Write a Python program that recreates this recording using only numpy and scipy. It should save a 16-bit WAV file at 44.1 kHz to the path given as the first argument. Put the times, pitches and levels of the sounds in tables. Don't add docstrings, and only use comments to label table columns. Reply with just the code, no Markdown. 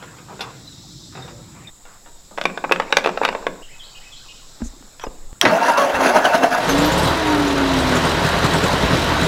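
import sys
import numpy as np
from scipy import signal
from scipy.fft import rfft, irfft
from scipy.io import wavfile
from scipy.ndimage import uniform_filter1d

SR = 44100
rng = np.random.default_rng(int(sys.argv[2]) if len(sys.argv) > 2 else 0)


def output_pcm(signal):
    pcm = np.clip(np.atleast_2d(signal).T, -1, 1) * 32767
    wavfile.write(sys.argv[1], SR, np.round(pcm).astype(np.int16))


def invert_db(x):
    u = np.asarray(x, float) / 20
    return 10 ** u


N = 408807

# time in seconds, firing rate per second, throttle in dB, misfire in dB.
ENGINE_RUN = [(6.6, 15.4, -43, -50), (6.7, 23, 1, -66), (6.97, 35.5, 3.5, -48), (7.11, 41, 6.5, -45),
              (7.16, 41, -11, -38), (7.55, 38, -12.5, -36), (7.88, 39, 1, -31), (7.96, 40, -0.5, -48),
              (8.6, 41, 0, -61), (9.0, 41.8, -1, -33), (9.27, 40.5, 0.5, -35)]
FOLLOW = {"pulse": (-30, 0.53, .6), "bark": (-24, 1.5, .01), "clatter": (-21, 0.088, 0.069),
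          "hiss": (-6.5, 0.14, -0.46)}
# frequency in Hz, width in Hz, level in dB.
PIPE_MODES = [(113.6, 17, -7), (164, 43, 3.5), (264, 37, -2.5), (399.6, 20.6, -7.5)]
CYLINDERS_DB = [
    5,
    -1,
    -3,
    -1,
]
# peak time in seconds, level over an even firing in dB.
BARKS = [(7.8, 4), (7.92, 8), (7.975, 8), (8.053, 8), (8.25, 9.5), (8.445, 12), (8.545, 7.5), (8.64, 8),
         (8.735, 8), (8.845, 10.5), (8.935, 11), (9.105, 6), (9.235, 8.5)]
# time in seconds, thud level in dB.
SKIPS = [
    (8.13, -21),
    (8.33, -18),
    (8.821, -10.5),
]
# frequency in Hz, level in dB per Hz.
CLATTER_SPECTRUM = [(110, -5), (180, -1), (213, -12), (262, -3), (334, -4.5), (683, -5.5), (736, -8.5),
                    (994, -7), (1950, -12.5), (2230, -16.5), (3700, -18), (4300, -21.5), (12800, -44),
                    (15550, -50), (15700, -75)]
# frequency in Hz, width in Hz, level in dB.
BLOCK_MODES = [(669, 9.3, -15.5), (925, 40, -17), (1127, 25, -25), (1314, 28, -38), (1480, 71, -19),
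               (1770, 15, -43), (1870, 11, -26), (2960, 10, -42), (3930, 26, -23)]
# time in seconds, peak in dB, ring in Hz.
VALVES = [(6.691, -31, 11800), (6.7805, -27, 7300), (6.8543, -31, 12200), (6.9182, -29, 7010),
          (6.9775, -29.5, 8000), (6.9785, -37, 11300), (7.0299, -31.5, 8500), (7.083, -38, 13100),
          (7.2763, -37, 6960), (7.4789, -33, 6800), (7.5851, -41, 6740), (7.6739, -39, 7200),
          (7.7978, -35, 8160), (7.9523, -27.5, 7050), (8.0506, -35, 8600), (8.2496, -34, 7060),
          (8.4422, -33, 7540), (8.539, -31, 8100), (8.6367, -29, 7500), (8.7325, -45, 7240),
          (8.8413, -48, 7450), (8.9306, -45, 7860), (8.98, -47, 8180), (9.2309, -31.5, 7120)]
# time in seconds, grind level in dB.
CRANK = [
    (5.42, -14.5),
    (5.6, -19.5),
    (5.75, -21.5),
    (5.9, -20.5),
    (6.1, -18),
    (6.56, -21),
    (6.75, -46),
]
# peak time in seconds, level in dB.
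CLASHES = [(5.515, -45), (5.55, -42), (5.635, -27), (5.665, -23.5), (5.695, -22), (5.718, -38),
           (5.785, -20.5), (5.812, -26.5), (5.84, -30), (5.9, -32), (5.951, -23.5), (6.01, -21.5),
           (6.041, -21), (6.065, -18), (6.094, -23.5), (6.15, -25.5), (6.166, -18), (6.255, -15.5),
           (6.347, -19), (6.437, -18), (6.527, -22.5), (6.55, -32), (6.582, -24.5), (6.635, -29),
           (6.694, -20)]
# frequency in Hz, level in dB per Hz.
GRIND_SPECTRUM = [(110, -24), (250, -12), (700, -2.5), (1500, -9.5), (2400, -16.5), (4000, -24.5),
                  (6800, -27), (7600, -53), (8800, -51), (10000, -34), (11200, -35), (12300, -56),
                  (15000, -58), (15600, -59), (15700, -85)]
# frequency in Hz, width in Hz, level in dB.
HOUSING_MODES = [(265, 29, -13.5), (615, 36, -12), (690, 22, -26), (908, 18, -15.5), (1280, 23, -30),
                 (1400, 36, -20), (1510, 63, -13), (1646, 14, -17), (2690, 30, -18)]
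# start in seconds, length in seconds, start in Hz, end in Hz, level in dB.
MESH = [(5.47, 0.048, 4370, 4400, -34), (5.515, 0.078, 615, 702, -13.5), (5.505, 0.036, 840, 940, -15),
        (5.585, 0.19, 712, 693, -20.5), (5.61, 0.044, 890, 965, -16), (5.675, 0.056, 970, 914, -13),
        (5.73, 0.058, 970, 970, -23), (5.71, 0.076, 1385, 1400, -27), (5.765, 0.076, 1127, 1116, -15.5),
        (5.825, 0.05, 1114, 1070, -23), (5.795, 0.048, 1658, 1640, -23), (5.765, 0.13, 563, 562, -15.5),
        (5.86, 0.071, 574, 556, -17), (5.92, .12, 560, 494, -25), (6.045, 0.04, 600, 644, -25),
        (6.07, .06, 690, 760, -21), (6.15, 0.095, 746, 675, -18), (6.15, 0.056, 1287, 1227, -21),
        (6.225, 0.13, 705, 710, -21), (6.24, 0.029, 1510, 1530, -17), (6.325, 0.042, 616, 675, -13.5),
        (6.33, 0.028, 1500, 1470, -15), (6.36, 0.08, 685, 702, -17.5), (6.445, 0.049, 706, 690, -18),
        (6.49, 0.15, 712, 705, -18), (6.51, 0.23, 930, 925, -29), (6.69, .04, 6320, 6130, -27)]
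# time in seconds, whir in Hz, level in dB.
COAST = [
    (6.69, 271.7, -16.5),
    (6.88, 308.3, -14.5),
    (6.93, 315.3, -31),
    (7.12, 327.6, -31),
    (7.32, 302.4, -15),
    (7.52, 284.2, -18),
    (7.8, 264.5, -15.5),
    (7.93, 254.6, -18),
    (8.1, 242.2, -33),
]
# multiple of the whir, level in dB, loudest time in seconds, fade in dB per second.
COAST_PARTIALS = [(1.36, -23.5, 7.52, 15), (1.72, -21, 6.85, 43), (2.05, -22, 6.85, 55),
                  (2.37, -28, 7.3, 14), (2.72, -25.5, 7.0, 54), (3.06, -21.5, 6.9, 55),
                  (3.06, -25.5, 7.3, 57)]
# time in seconds, peak in dB, loudest ring in Hz, treble over the rest in dB.
PINION = [
    (5.413, 8.8, 3430, 15.5),
    (5.452, 4.1, 550, -18.5),
]
# time in seconds, level in dB, frequency in Hz, t60 in seconds.
PINGS = [
    (5.4128, -2.5, 3300, 0.021),
    (6.166, -11, 1480, .05),
    (6.343, -8, 650, .05),
    (6.4425, -1.5, 690, 0.058),
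    (7.47, -28, 5780, .04),
    (7.554, -27, 5293, .04),
    (7.765, -24, 5650, .04),
    (7.869, -25, 5640, .04),
    (7.971, -23, 5626, .04),
]
# time in seconds, peak in dB, loudest ring in Hz, treble over the rest in dB.
STICK = [(2.376, -12, 1580, -13), (2.383, -7.5, 534, -15), (2.413, -2.5, 637, -9.5), (2.438, -19, 815, 1),
         (2.454, 2.5, 2420, -12), (2.498, -15, 438, -18), (2.575, -5, 1520, -15), (2.640, -6, 890, -26),
         (2.646, -9, 890, -24), (2.694, -12, 1260, -24), (2.712, 3.5, 510, -22), (2.721, 5.5, 2590, -8.5),
         (2.735, -17, 700, -20), (2.760, -9, 1400, -13), (2.799, 1.5, 895, -16.5), (2.82, -12, 950, -21),
         (2.905, -16, 700, -25), (2.925, 4.5, 597, -14), (2.969, 7.5, 960, -6), (2.985, -4, 910, -10),
         (3.041, -7, 705, -11), (3.046, -7, 2500, -16), (3.06, 3.5, 640, -16), (3.072, -1.5, 700, -24),
         (3.091, -7, 634, -16), (3.174, -4.5, 654, -17), (3.215, 1.5, 876, -35), (3.234, -4, 960, -17),
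         (3.25, 5, 2470, -8), (3.256, -4.5, 1000, -12), (3.279, -8, 2400, -12), (3.288, -2.5, 1000, -13),
         (3.327, -9, 900, -16), (3.349, -5.5, 645, -24), (3.425, -22, 900, -27), (3.442, -23, 786, -26),
         (3.467, 1.5, 1030, -21), (3.476, -16, 880, -23), (3.557, -32, 900, -25)]
# time in seconds, peak in dB, loudest ring in Hz, treble over the rest in dB.
KEY = [(0.025, -22.5, 1420, -6), (0.185, -30, 1240, -6), (0.285, -30, 890, -32), (0.304, -26.5, 1000, -34),
       (0.326, -28, 890, -35), (0.393, -21, 990, -15), (0.407, -10, 2080, 3.5), (1.152, -22, 896, -22),
       (1.172, -24.5, 770, -28), (1.278, -24.5, 915, -11), (1.852, -31.5, 1405, -18), (2.06, -30, 940, -27),
       (2.311, -31.5, 543, -65)]
# time in seconds, peak in dB, loudest ring in Hz, treble over the rest in dB.
BUTTON = [
    (4.618, -21, 635, -37),
    (4.825, -30.5, 471, -21),
    (4.996, -22.5, 960, -3),
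    (5.038, -10.5, 900, -31),
    (5.043, -21, 970, -43),
    (5.067, -15.5, 530, -33),
    (5.331, -45, 1010, 3),
]
# frequency in Hz, level in dB.
GEARBOX_MODES = [(260, -14), (506, 7), (690, 5), (930, -0.5), (1540, 5), (1950, -20), (2600, 6),
                 (3550, 9.5), (4400, -13)]
# frequency in Hz, level in dB per Hz.
KNOCK_SPECTRUM = [(88, -52), (150, -11), (923, -3), (2810, -7), (4000, -12), (5790, -14), (7320, -28.5),
                  (10400, -28.5), (16000, -42)]
# time in seconds, level in dB,
# frequency in Hz, t60 in seconds.
THUMPS = [(4.605, -29.5, 301, 0.087), (4.657, -29, 265, .07), (4.618, -15.5, 231, 0.11),
          (4.626, -21.5, 56.6, 0.24), (4.65, -26, 27.7, 0.4), (5.07, -11.5, 312, 0.011),
          (5.075, -23, 35, 0.11), (4.735, -36, 270, .06), (4.765, -42, 338, .06), (4.808, -35, 270, .05),
          (4.84, -40, 210, .12), (5.46, -22.5, 119, 0.2), (5.435, -16, 358, 0.24), (5.44, -17, 273, 0.19),
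          (5.99, -16.5, 269, 0.29), (6.07, -21, 238, 0.31), (6.09, -18, 370, 0.17), (6.43, -27, 258, 0.23)]
# start in seconds, length in seconds, centre in
# Hz, width in Hz, level in dB.
SCRAPES = [(2.808, 0.053, 2900, 300, -45), (2.855, .05, 2300, 300, -44), (5.03, .012, 12800, 600, -52),
           (5.922, .12, 64.81, 120, -37), (6.027, 0.56, 60, 80, -48), (1.171, 0.28, 574, 25, -49),
           (1.2, 0.25, 488, 40, -49.5), (3.038, 0.076, 1500, 1400, -35), (3.22, .05, 1200, 1200, -25),
           (0.279, 0.074, 960, 555.6, -41.5), (0.38, 0.15, 972.2, 555.6, -37.5),
           (1.151, 0.21, 1300, 1111, -47.5), (5.04, .035, 5100, 140, -47), (5.0, 0.049, 5800, 500, -49),
           (1.117, .05, 1200, 1100, -49), (1.848, 0.16, 1150, 972, -51), (4.596, 0.035, 961.2, 864, -47),
           (4.633, 0.065, 6700, 1667, -42), (5.001, 0.065, 1300, 900, -42), (5.004, 0.055, 3200, 500, -46),
           (5.035, 0.014, 5900, 500, -39.5)]
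# start in seconds, frequency in Hz, level in dB.
CHIPS = [(.67, 4050, -39), (.72, 3800, -43), (1.17, 3800, -47), (1.22, 3720, -39), (1.67, 3660, -37)]
# time into it in seconds, length in seconds, start in Hz, end in Hz, level in dB.
SONG = [
    (-.035, 0.04, 2554, 2510, -49.5),
    (-.006, 0.0183, 2650, 3250, -41),
    (0.056, .035, 1783, 2520, -49.5),
    (0.086, 0.032, 2530, 2584, -45.5),
    (0.163, .026, 3600, 2910, -39),
    (.204, 0.0265, 3640, 4550, -42),
    (0.224, 0.095, 4580, 4540, -54),
]
# start in seconds, list of its notes.
PHRASES = [
    (3.626, SONG[1:]),
    (3.954, SONG[:6]),
    (4.29, SONG[:2]),
]
CUTS_S = [
    1.7,
    3.63,
    5.33,
]
# traffic in dB, wind in dB.
PLACES = [
    (-44.5, -71),
    (-91, -46),
    (-61.5, -43),
    (-59, -54),
]
# nearest time in seconds, level in dB.
PASSES = [
    (1.3, -45.5),
    (2.8, -54),
]
# peak time in seconds, level in dB.
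GUSTS = [
    (2.8, -59),
    (3.45, -42),
    (4.95, -66),
    (5.32, -30),
]
# time in seconds, cicada swell in dB, rustle of hand and seat in dB.
AIR = [
    [(0.0, -63, -37.5), (1.022, -51.5, -51.5), (1.695, -64.5, -41)],
    [(1.705, -66, -53), (3.201, -55.5, -48), (3.625, -62.5, -52)],
    [(3.635, -63, -45), (4.313, -54.5, -45.5), (5.4, -66.5, -49)],
]
# frequency in Hz, level in dB per Hz.
YARD_SPECTRUM = [(40, -7), (300, -17), (1500, -29.5), (3000, -32), (6000, -33.5), (6900, -14), (8000, -14),
                 (8450, -31.5), (10600, -30), (11200, -31.5), (15900, -33.5), (16200, -60)]
# frequency in Hz, level in dB per Hz.
CICADA_SPECTRUM = [(1760, -44), (3000, -15), (3710, 3), (4690, -3), (5120, 2), (5960, -4), (6500, -8),
                   (8450, -29), (14300, -120)]
# frequency in Hz, level in dB per Hz.
RUSTLE_SPECTRUM = [(240, -40), (400, -10), (502, -3.5), (634, -4), (1210, -4), (3200, -14.5), (4160, -31),
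                   (7040, -120)]
# frequency in Hz, level in dB per Hz.
TRAFFIC_SPECTRUM = [(24, -46), (40, -6), (85, -6.5), (130, 5.5), (209, -5.5), (355, -8), (437, -36),
                    (620, -63), (1060, -120)]

IDLE_PER_S, STRONG_S = 40, 8.444
BARK_S, SHAKE = 0.08, 0.12
SKIP_HZ, SKIP_T60_S = 59.3, 0.2
SLAM_RISE_S, SLAM_T60_S = 0.023, 0.12
GRIND_TREBLE_DB, GRIT_PER_S = -10, 76
CHIP_S, CHIP_DROP_HZ = 0.02, 80
AIR_DB, PASS_DB_PER_S, GUST_DB_PER_S = -55, 38, 70


def evened(x):
    return x / np.sqrt(np.mean(x ** 2) + 1e-20)


def add(mix, s, sound):
    part = mix[round(s * SR):][:len(sound)]
    part += sound[:len(part)]


def until(x, s):
    return x * (np.arange(N) < s * SR)


def columns(rows):
    s, *cols = np.transpose(rows)
    t = np.arange(N) / SR
    on = uniform_filter1d(1. * (t >= s[0]) * (t <= s[-1]), size=200)
    return [np.interp(t, s, c) for c in cols] + [on]


def swells(rows, fall_db_per_s):
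    t = np.arange(N) / SR
    return sum(invert_db(db - fall_db_per_s * abs(t - s)) for s, db in rows)


def coloured(x, points, lo_hz=0, hi_hz=SR):
    hz = np.fft.rfftfreq(len(x), 1 / SR)
    f, db = np.transpose(points)
    z = rfft(x) * invert_db(np.interp(np.log(hz + 1), np.log(f + 1), db, left=-100, right=-100))
    band = irfft(z * (hz > lo_hz) * (hz < hi_hz), len(x))
    return irfft(z, len(x)) / np.sqrt(np.mean(band ** 2) + 1e-20)


def patchy(patchy_db):
    a, b, patch = rng.standard_normal((N // 128 + 5, 257, 3)).T
    patch = uniform_filter1d(patch, size=5, axis=0)
    patch = evened(uniform_filter1d(patch, size=14, axis=1))
    return signal.istft((a + 1j * b) * invert_db(patchy_db * patch), nperseg=512, noverlap=384)[1][:N]


def split(x, hz):
    low = signal.sosfiltfilt(signal.butter(2, hz, fs=SR, output="sos"), x)
    return low, x - low


def resonate(x, hz, width_hz):
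    turn = np.exp(2j * np.pi * np.cumsum(hz * np.ones(len(x))) / SR)
    r = np.exp(-np.pi * width_hz / SR)
    return 2 * (turn * signal.lfilter([1 - r], [1, -r], x / turn + 1e-18)).real


def modes(x, rows):
    return sum(invert_db(db) * evened(resonate(x, hz, width_hz)) for hz, width_hz, db in rows)


def tail(x, t60_s, gap_s):
    t = np.arange(SR // 2) / SR
    taps = rng.choice([-1., 1.], len(t)) * (rng.random(len(t)) < .05)
    taps = taps * invert_db(-60 * t / t60_s) * (t > gap_s)
    return signal.oaconvolve(x, taps / np.linalg.norm(taps))[:N]


def glides(rows, fuzz, width_hz):
    out = np.zeros(N)
    for s, length_s, start_hz, end_hz, db in rows:
        hz = np.linspace(start_hz, end_hz, round(length_s * SR))
        pure = np.sqrt(2) * np.sin(2 * np.pi * np.cumsum(hz) / SR)
        blur = evened(resonate(rng.standard_normal(len(hz)), hz, width_hz))
        tone = (1 - fuzz) * pure + fuzz * blur
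        add(out, s, invert_db(db) * tone * signal.windows.tukey(len(hz), .4))
    return out


def exhaust_bark(puffs, on):
    bark = np.zeros(N)
    for k, (hz, width_hz, db) in enumerate(PIPE_MODES):
        ring = resonate(resonate(puffs, hz, width_hz), hz, 1.3 * width_hz)
        bark += (-1) ** k * invert_db(db) * ring / width_hz
    turbulence = evened(resonate(rng.standard_normal(N), 81, 83))
    bark = evened(bark) + .5 * on * turbulence
    return bark / np.sqrt(uniform_filter1d(bark ** 2, size=SR // 4) + 1e-12)


def engine_clatter(turns, count, strength, hiss_db):
    throb = 1 + 0.11 * uniform_filter1d(strength * np.exp(-(turns % 1) / 0.12), size=150)
    loose = np.minimum(rng.exponential(1, 400), 2)[count % 400] ** 1.5
    loose = loose * np.exp(-((turns + .3) % 1) / .35)
    rattle = 1 + .27 * uniform_filter1d(loose, size=120)
    shake = patchy(1.2)
    body = coloured(shake, CLATTER_SPECTRUM, 625, 2100) + modes(shake, BLOCK_MODES)
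    low, high = split(body, 3050)
    mid, top = split(high, 7500)
    hiss = evened((mid + .8 * top * rattle ** 0.94) * throb * rattle)
    return low * throb ** 0.97 + invert_db(hiss_db) * hiss


def valve_ticks():
    out, t = np.zeros(N), np.arange(SR // 20) / SR
    for s, db, hz in VALVES:
        tap = rng.standard_normal(len(t))
        clack = evened(resonate(resonate(tap, hz, 1200), hz, 1200))
        clack += 0.5 * evened(resonate(resonate(tap, 9200, 6000), 9200, 6000))
        add(out, s, invert_db(db - 1.5 - 60 * t / 0.16) * np.minimum(t / 0.0013, 1) * clack)
    return out


def engine():
    rate_per_s, throttle_db, misfire_db, on = columns(ENGINE_RUN)
    speed_db = 20 * np.log10(rate_per_s / IDLE_PER_S)
    pulse_db, bark_db, clatter_db, hiss_db = (
        db + a * throttle_db + b * speed_db for db, a, b in FOLLOW.values())
    turns = np.cumsum(rate_per_s) / SR
    turns -= turns[round(STRONG_S * SR)]
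    count = np.floor(turns).astype(int)

    pulses = 1.4 * np.cos(4 * np.pi * turns) + 0.59 * np.cos(2 * np.pi * turns)
    uneven = sum(np.cos(2 * np.pi * order * (turns - 2 * order)) for order in (1.25, 1.5, 1.75))
    pulses = invert_db(pulse_db) * pulses + invert_db(misfire_db) * uneven

    scatter_db = 1.2 * rng.uniform(-1, 1, 400)[count % 400]
    strength = invert_db(np.take(CYLINDERS_DB, count % 4) + scatter_db)
    puffs = strength * (np.diff(count, prepend=count[0]) > 0) * on
    kick, arch = np.ones(N), signal.windows.hann(round(BARK_S * SR))
    for s, db in BARKS:
        add(kick, s - BARK_S / 2, (invert_db(db) - 1) * arch)
    bark = invert_db(bark_db - 6.5) * exhaust_bark(puffs, on) * kick

    clatter = invert_db(clatter_db - 1.9) * engine_clatter(turns, count, strength, hiss_db)
    clatter = clatter * (1 + SHAKE * (kick - 1))
    skips = thumps([(s, db, SKIP_HZ, SKIP_T60_S) for s, db in SKIPS], 0.019)
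    return (pulses + bark + clatter) * on + valve_ticks() + skips


def starter():
    grind_db, on = columns(CRANK)
    force = invert_db(grind_db - 6.5) * on
    slam, t = np.zeros(N), np.arange(SR // 4) / SR
    for s, db in CLASHES:
        fall = invert_db(db - 60 * np.maximum(t - SLAM_RISE_S, 0) / SLAM_T60_S)
        add(slam, s - SLAM_RISE_S, fall * np.minimum(t / SLAM_RISE_S, 1) ** 2)
    noise = patchy(2.5)
    case = modes(noise, HOUSING_MODES)
    low, high = split(coloured(noise, GRIND_SPECTRUM, 650, 3100), 3840)
    mid, top = split(evened(high), 9000)
    chips = (rng.random(N) < GRIT_PER_S / SR) * np.minimum(rng.exponential(1, N), 3)
    tick = t[:600] / 0.0012 * np.exp(-t[:600] / 0.0018)
    grit = 0.72 + signal.oaconvolve(chips, tick)[:N]
    treble = (0.5 * force + 0.65 * slam) * mid + (0.11 * force + 1.0 * slam) * top
    grind = (force + slam) * (low + case) + grit * invert_db(GRIND_TREBLE_DB) * treble
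    whine = glides(MESH, .36, 50)
    return grind + whine + invert_db(-8) * tail(whine, .2, .004)


def coast():
    hz, db, on = columns(COAST)
    t, out = np.arange(N) / SR, np.zeros(N)
    partials = [(0.99, db)] + [(m, d - fade * abs(t - s)) for m, d, s, fade in COAST_PARTIALS]
    for multiple, level_db in partials:
        pure = np.sin(2 * np.pi * np.cumsum(multiple * hz) / SR)
        blur = evened(resonate(rng.standard_normal(N), multiple * hz, 4.3))
        out += invert_db(level_db) * (0.83 * pure + 0.17 * blur)
    return out * on


def casting(t, treble_db):
    out = np.zeros(len(t))
    struck, shift = rng.standard_normal((2, len(GEARBOX_MODES)))
    for share, detune, (hz, db) in zip(struck, shift, GEARBOX_MODES):
        fall = invert_db(db + treble_db * hz / 6000 - 60 * t / .026)
        out += np.tanh(share) * fall * np.sin(2 * np.pi * hz * (1 + .05 * detune) * t)
    return out


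def knocks(rows, t60_s, ring_db, box_db, wet_db):
    out, t = np.zeros(N), np.arange(SR // 4) / SR
    for s, db, hz, treble_db in rows:
        split_hz = np.clip(3300 + 60 * treble_db, 1100, 2800)
        low, high = split(coloured(rng.standard_normal(len(t)), KNOCK_SPECTRUM), split_hz)
        fall = invert_db(-60 * t / t60_s) + 0.67 * np.exp(-t / 0.0001)
        crack = (evened(low) + invert_db(treble_db + 2.0 - 30 * t / t60_s) * evened(high)) * fall
        ring = invert_db(min(ring_db, 0) - 65 * t / t60_s) * np.sin(2 * np.pi * hz * t)
        sound = crack + ring + invert_db(box_db) * casting(t, treble_db)
        sound = sound * np.minimum(t / 0.00096, 1)
        add(out, s, invert_db(db - 3.5) * sound / abs(sound).max())
    near = tail(out, 0.14, 0.0025)
    far = tail(out, 0.77, 0.0048)
    boom = invert_db(28) * resonate(far, 175.5, 37.0)
    wet = invert_db(wet_db + 4.0) * near + invert_db(wet_db) * (split(far, 3300)[0] + boom)
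    return split(out + wet, 217)[1]


def thumps(rows, rise_s):
    out, t = np.zeros(N), np.arange(SR // 2) / SR
    for s, db, hz, t60_s in rows:
        add(out, s, invert_db(db - 60 * t / t60_s) * np.sin(2 * np.pi * hz * t) * np.minimum(t / rise_s, 1))
    return out


def scrapes():
    out = np.zeros(N)
    for s, length_s, hz, width_hz, db in SCRAPES:
        noise = rng.standard_normal(round(length_s * SR))
        rub = evened(resonate(resonate(noise, hz, width_hz), hz, width_hz))
        shape = signal.windows.tukey(len(rub), .6) * np.linspace(1.4, .6, len(rub))
        add(out, s, invert_db(db) * rub * shape)
    return out


def bird():
    chips = [(s, CHIP_S, hz, hz - CHIP_DROP_HZ, db) for s, hz, db in CHIPS]
    song = [(s + into_s, *note) for s, notes in PHRASES for into_s, *note in notes]
    first, second = glides(chips, 0.4, 100), glides(song, 0.2, 80)
    near, far = tail(first, .3, .004), tail(second, .5, .004)
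    return until(first + invert_db(-5.0) * near, CUTS_S[0]) + invert_db(-3.0) * second + invert_db(2.0) * far


def yard():
    cicada_db, rustle_db, _ = columns(sum(AIR, []))
    place = np.searchsorted(CUTS_S, np.arange(N) / SR)
    traffic, wind = invert_db(PLACES)[place].T
    traffic = traffic + swells(PASSES, PASS_DB_PER_S)
    wind = wind + until(swells(GUSTS, GUST_DB_PER_S), CUTS_S[2])
    puffs = evened(resonate(resonate(rng.standard_normal(N), 12.0, 12.0), 12.0, 12.0))
    out = invert_db(AIR_DB) * coloured(patchy(1.3), YARD_SPECTRUM, 7460, 8300)
    out += invert_db(cicada_db + 7.0) * coloured(patchy(1.0), CICADA_SPECTRUM)
    out += invert_db(rustle_db - 8.0) * coloured(patchy(3.6), RUSTLE_SPECTRUM)
    out += traffic * coloured(rng.standard_normal(N), TRAFFIC_SPECTRUM)
    return out + wind * puffs


def scene():
    pinion = knocks(PINION[:1], .012, 0, -25, -14) + knocks(PINION[1:], .05, -8, -15, -8)
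    motor = engine() + starter() + coast() + pinion + thumps(PINGS, 0.0011)
    hands = knocks(KEY, 0.13, -0.88, 5.7, -7.5)
    hands += until(knocks(STICK, 0.026, 3.5, -6.5, -15.5), CUTS_S[1])
    hands += knocks(BUTTON, 0.029, -0.34, -1.2, -16.0)
    hands += scrapes() + thumps(THUMPS, 0.0019)
    return (motor + hands + bird() + yard())[None]


def band_limit(x):
    return signal.sosfilt(signal.butter(12, 15800, fs=SR, output="sos"), x)


def record(dry):
    return band_limit(np.clip(dry, -1, 1))


dry = scene()
out = record(dry)
output_pcm(out)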